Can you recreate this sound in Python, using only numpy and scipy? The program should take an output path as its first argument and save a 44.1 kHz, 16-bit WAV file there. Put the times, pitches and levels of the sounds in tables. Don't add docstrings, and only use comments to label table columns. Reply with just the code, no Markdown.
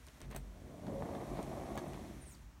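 import sys
import numpy as np
from scipy import signal
from scipy.fft import rfft, irfft, next_fast_len
from scipy.io import wavfile
from scipy.ndimage import map_coordinates

SR = 44100
rng = np.random.default_rng(int(sys.argv[2]) if len(sys.argv) > 2 else 0)


def digitize_waveform(pressure):
    field = np.atleast_2d(pressure).T
    bounded = np.clip(field, -1, 1)
    quanta = np.round(bounded * 32767).astype(np.int16)
    wavfile.write(sys.argv[1], SR, quanta)


N = 114660

# (time [s], level [dB])
RUMBLE_LEVEL = [(.1, -71.5), (.3, -64), (.5, -66), (.62, -60), (.8, -54.5), (.88, -47.5), (.97, -47),
                (1.08, -43), (1.25, -45), (1.45, -44.5), (1.65, -43), (1.85, -45.5), (2.0, -52),
                (2.15, -55.5), (2.28, -67.5), (2.45, -77)]
# (frequency [Hz], gain [dB])
TRACK_SHUT_EQ = [(100, -24.5), (250, 0), (380, -7.5), (415, -5), (460, 1.5), (490, -1.5), (550, -7.5),
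                 (590, 1.5), (640, -1.5), (710, -3.5), (800, -10.5), (1080, -12.5), (1180, -16.5),
                 (1280, -25.5), (2000, -30.5), (3000, -46), (6000, -73), (16000, -81)]
TRACK_OPEN_EQ = [(100, -23.5), (250, 3.5), (340, 8.5), (420, -1), (490, -2.5), (570, 3.5), (690, 4.5),
                 (800, -1), (950, -6), (1150, -5.5), (1400, -20), (2100, -20.5), (3000, -34), (6000, -44),
                 (16000, -99)]
def rollers(trim_db=-2, crossfade_s=(.96, 1.35)):
    blend = np.interp(clock(), crossfade_s, [0, np.pi / 2])
    shut = unit(coloured(grit(), TRACK_SHUT_EQ))
    wide = unit(coloured(grit(), TRACK_OPEN_EQ))
    return amp(curve(RUMBLE_LEVEL) + trim_db) * (np.cos(blend) * shut + np.sin(blend) * wide)


def grit(grains_per_s=520, spread_db=2.5):
    sizes = amp(spread_db * np.minimum(rng.exponential(size=N), 4)) * np.sign(noise())
    hits = rng.random(N) < grains_per_s / SR
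    return unit(unit(sizes * hits) + .5 * noise())


# (frequency [Hz], bandwidth [Hz], gain [dB])
LEAF_MODES = [(76, 3.4, -16), (92.6, 15, -1), (137.1, 11.7, 6.5), (177.4, 23.5, 2.5), (212.7, 9.2, 6),
              (244, 38, -3), (285, 5.8, 0), (347, 15.4, -3)]
# (time [s], level [dB])
DRUM_LEVEL = [(.15, -72), (.3, -52), (.53, -58.5), (.66, -51.5), (.8, -54), (.9, -44), (1.05, -47),
              (1.2, -48), (1.7, -49), (2.03, -48.5), (2.22, -56), (2.38, -64.5), (2.6, -71)]
def leaf_drumming():
    def resonances(f):
        return sum(amp(db) * 1j * f * width / (hz * hz - f * f + 1j * f * width)
                   for hz, width, db in LEAF_MODES)
    dark_eq = [(20, -24), (50, 3.5), (380, -5), (700, -9.0), (2000, -36.5)]
    body = filtered(grit(), resonances)
    return amp(curve(DRUM_LEVEL)) * unit(coloured(body, dark_eq))


# (time [s], level [dB])
JOLTS = [(0.223, -43), (0.35, -39.5), (0.3932, -46.5), (.4964, -55.5), (.955, -45.5), (1.303, -42),
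         (2.21, -48), (2.449, -64)]
# (frequency [Hz], gain [dB], t60 [s])
PANE_MODES = [(48.6, -1.5, .62), (74.3, -6, 0.35), (134, -9, 0.5)]
def pane_thumps(attack_s=.0086):
    out = np.zeros(N)
    for start, db in JOLTS:
        age = np.maximum(clock() - start, 0)
        swing = sum(amp(gain) * fade(start, t60) * np.sin(2 * np.pi * hz * age)
                    for hz, gain, t60 in PANE_MODES)
        out += amp(db) * (1 - np.exp(-age / attack_s)) * swing
    return out


# (time [s], level [dB], high cut [Hz])
KNOCK_HITS = [(.2165, -53, 3000), (.3275, -52, 2800), (.3472, -43.5, 2800), (.742, -48.5, 800),
              (.868, -47, 4000), (.881, -47, 2800), (1.0235, -38, 1900), (1.055, -46, 2000),
              (1.1503, -42.5, 3400), (1.215, -48, 2400), (1.3905, -41, 1600), (1.395, -41, 1300),
              (1.435, -46, 1000), (1.62, -48, 2500), (1.666, -48, 2800), (1.776, -37.5, 3000),
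              (1.7795, -41, 2000), (1.975, -50, 3000)]
# (frequency [Hz], gain [dB])
KNOCK_EQ = [(60, -4), (150, 12), (400, 6.5), (650, 8.5), (1100, 6), (1400, -2.5), (1800, -3), (2700, -10.5),
            (3200, -6), (4000, -7.5), (8000, -9)]
def knocks(t60_s=.04, snap_db=18):
    out = np.zeros(N)
    for start, db, cut_hz in KNOCK_HITS:
        blow = noise() * fade(start, t60_s) + amp(snap_db) * snap(start)
        out += amp(db) * coloured(blow, KNOCK_EQ, lambda f: -10 * np.log10(1 + (f / cut_hz) ** 6))
    return out


# (frequency [Hz], gain [dB], t60 [s])
FRAME_MODES = [(1674, 0, .065), (3311, -8, .06), (3700, -10, .055), (4495, -18, .07), (6228, -14, .1),
               (6500, -16, .08)]
def frame_ring(start_s=1.7765, gain_db=-46):
    age = clock() - start_s
    partials = (amp(db) * fade(start_s, t60) * np.sin(2 * np.pi * hz * age + .5 * wobble(300))
                for hz, db, t60 in FRAME_MODES)
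    return amp(gain_db) * sum(partials)


# (time [s], level [dB], centre [Hz], half-width [octaves])
CLICK_HITS = [(.068, -55, 6000, 0.6), (.076, -61, 6100, 0.93), (.085, -57, 4000, 0.6),
              (.2045, -60, 5000, 1.5), (0.2157, -49, 5600, 0.7), (.304, -61, 11000, .7),
              (0.3125, -54.5, 8000, 0.62), (.3178, -62, 6000, 1.2), (.3225, -61, 9000, 1),
              (0.3491, -52, 12200, 0.54), (.356, -61, 8500, .8), (.3632, -40, 11000, 1),
              (1.4289, -48, 6300, 0.7), (1.7565, -55, 8000, 0.85), (1.776, -46.5, 7000, 1.5),
              (1.785, -54, 4870, 0.6), (1.7915, -54, 5500, .6), (1.881, -60, 12000, .5),
              (1.934, -54.5, 5000, 1.2)]
# (frequency [Hz], gain [dB])
METAL_EQ = [(1000, -6), (3500, 1), (4900, -4), (5600, 0), (7000, 1), (7600, -4), (8400, 5), (9400, 2),
            (10400, -5), (13300, -2), (14800, 1), (15800, -7), (17000, -30)]
def metal_clicks(t60_s=.007, snap_db=13, rattle_db=-16, rattle_t60_s=.065):
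    out = np.zeros(N)
    for start, db, hz, octaves in CLICK_HITS:
        decay = fade(start, t60_s) + amp(rattle_db) * fade(start, rattle_t60_s)
        burst = amp(snap_db) * snap(start) + noise() * decay
        band_db = lambda f: -10 * np.log10(1 + (np.log2((f + 1) / hz) / octaves) ** 4)
        out += amp(db) * coloured(burst, METAL_EQ, band_db)
    return out


# (time [s], level [dB], hold [s])
SCRAPE_CUES = [(0.073, -58, 0.011), (0.203, -58, 0.044), (0.305, -54.5, 0.03), (0.356, -49, 0.0098),
               (1.361, -52.5, 0.028), (1.766, -52.5, 0.028), (1.932, -53.5, 0.014)]
# (frequency [Hz], gain [dB])
SCRAPE_EQ = [(80, 9), (220, 10), (370, 8.5), (450, 3), (680, 9), (1200, 0), (2200, 0.5), (3000, -5),
             (4200, -7), (8000, -35), (16000, -27)]
def scrapes(attack_s=.0013, release_t60_s=.08, grain_db=2):
    t, envelope = clock(), np.zeros(N)
    for start, db, hold in SCRAPE_CUES:
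        attack = np.clip((t - start) / attack_s, 0, 1)
        envelope += amp(db) * attack * ((t < start + hold) + fade(start + hold, release_t60_s))
    friction = unit(noise() * amp(grain_db * wobble(270)))
    return coloured(envelope * friction, SCRAPE_EQ)


# (time [s], level [dB])
SING_LEVEL = [(.85, -70), (.905, -49), (.935, -55), (.955, -43), (.985, -46), (1.05, -56), (1.12, -53),
              (1.25, -70)]
def track_sing(pitch_hz=556, waver=.02, flutter_db=2.5):
    hz = pitch_hz * (1 + waver * wobble(110))
    tone = np.sqrt(2) * np.sin(2 * np.pi * np.cumsum(hz) / SR)
    return amp(curve(SING_LEVEL) + flutter_db * wobble(59.1)) * gate(SING_LEVEL) * tone


# (time [s], level [dB])
BRUSH_LEVEL = [(0, -69), (.18, -68), (.28, -74), (.45, -73), (.7, -70.5), (1.0, -64.5), (1.4, -61.5),
               (1.8, -62.5), (2.1, -63.5), (2.3, -67), (2.42, -71.5), (2.6, -93)]
# (frequency [Hz], gain [dB])
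BRISTLE_EQ = [(300, -13.5), (2000, 10.5), (2900, 2), (3200, 4.5), (4300, 2.5), (4900, -3), (5600, 2.5),
              (7500, -1), (9700, 0), (10400, -5), (11500, -1.5), (15500, -14.5)]
def brush_seal():
    return amp(curve(BRUSH_LEVEL)) * unit(coloured(noise(), BRISTLE_EQ))


# (time [s], pitch [Hz], level [dB])
LOW_WHISTLE = [(2.206, 9800, -74), (2.218, 9080, -61), (2.24, 8880, -55.5), (2.248, 8850, -72),
               (2.27, 8850, -56), (2.28, 8200, -63), (2.297, 7650, -68), (2.314, 6900, -62),
               (2.336, 6450, -65), (2.351, 4300, -68), (2.365, 3830, -82)]
HIGH_WHISTLE = [(2.272, 10020, -70), (2.293, 9800, -63), (2.312, 9000, -63), (2.335, 8000, -63.5),
                (2.355, 6100, -76)]
def chirp(fray_s=(2.265, 2.355), waver=.008, flutter_db=3.2, octave_db=-6.5, echo_db=-6.5):
    out = np.zeros(N)
    rasp = np.interp(clock(), fray_s, [0, .06])
    for glide in (LOW_WHISTLE, HIGH_WHISTLE):
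        hz = curve(glide) * (1 + waver * wobble(400) + rasp * wobble(2000))
        phase = 2 * np.pi * np.cumsum(hz) / SR
        envelope = amp(curve(glide, column=2) + flutter_db * wobble(300)) * gate(glide)
        out += envelope * (np.sin(phase) + amp(octave_db) * np.sin(2 * phase))
    return out + amp(echo_db) * echo(out, t60=.15)


# (frequency [Hz], gain [dB])
AMBIENCE_EQ = [(20, -28), (35, -15), (52, 9.5), (80, 0.5), (140, -6), (270, -11.5), (450, -27), (1000, -20),
               (1900, -27), (3000, -31), (4900, -34.5), (6000, -31), (9500, -38), (10500, -42),
               (16000, -38.5)]
def ambience(level_db=-57):
    return amp(level_db) * unit(coloured(noise(), AMBIENCE_EQ))


def amp(db):
    return 10 ** (np.asarray(db) / 20)


def unit(x):
    return x / np.sqrt(np.mean(x ** 2) + 1e-20)


def clock():
    return np.arange(N) / SR


def curve(rows, column=1):
    rows = np.array(rows)
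    return np.interp(clock(), rows[:, 0], rows[:, column])


def gate(rows):
    return (clock() > rows[0][0]) & (clock() < rows[-1][0])


def noise():
    return rng.standard_normal(N)


def snap(start):
    return 1.0 * (np.arange(N) == round(start * SR))


def fade(start, t60):
    age = clock() - start
    return (age >= 0) * np.exp(-np.log(1000) * np.maximum(age, 0) / t60)


def wobble(rate):
    knots = rng.standard_normal(int(N * rate / SR) + 4)
    return map_coordinates(knots, [np.arange(N) * rate / SR])


def filtered(x, response):
    size = 2 * next_fast_len(N)
    return irfft(rfft(x, size) * response(np.fft.rfftfreq(size, 1 / SR)), size)[:N]


def coloured(x, eq, shape_db=lambda hz: 0):
    eq_hz, eq_db = np.transpose(eq)
    def response(hz):
        gain = unit(amp(np.interp(np.log(hz + 1), np.log(eq_hz), eq_db) + shape_db(hz)))
        cepstrum = irfft(np.log(np.maximum(gain, 1e-5)))
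        half = len(cepstrum) // 2
        cepstrum[1:half] *= 2
        cepstrum[half + 1:] = 0
        return np.exp(rfft(cepstrum))
    return filtered(x, response)


def echo(x, t60):
    tail = (noise() * fade(.00464, t60))[:SR // 2]
    return signal.fftconvolve(x, tail / np.linalg.norm(tail))[:N]


def scene(room_db=-11.5, room_t60_s=.15, high_cut_hz=15850):
    contacts = knocks() + frame_ring() + metal_clicks() + scrapes()
    door = rollers() + track_sing() + leaf_drumming() + pane_thumps() + contacts
    room = amp(room_db) * echo(contacts, room_t60_s)
    backdrop = filtered(brush_seal() + ambience() + chirp(), lambda hz: hz < high_cut_hz)
    return (door + room + backdrop)[None]


def record(dry, high_cut_hz=16500):
    return filtered(dry[0], lambda hz: hz < high_cut_hz)[None]


dry = scene()
out = record(dry)
digitize_waveform(out)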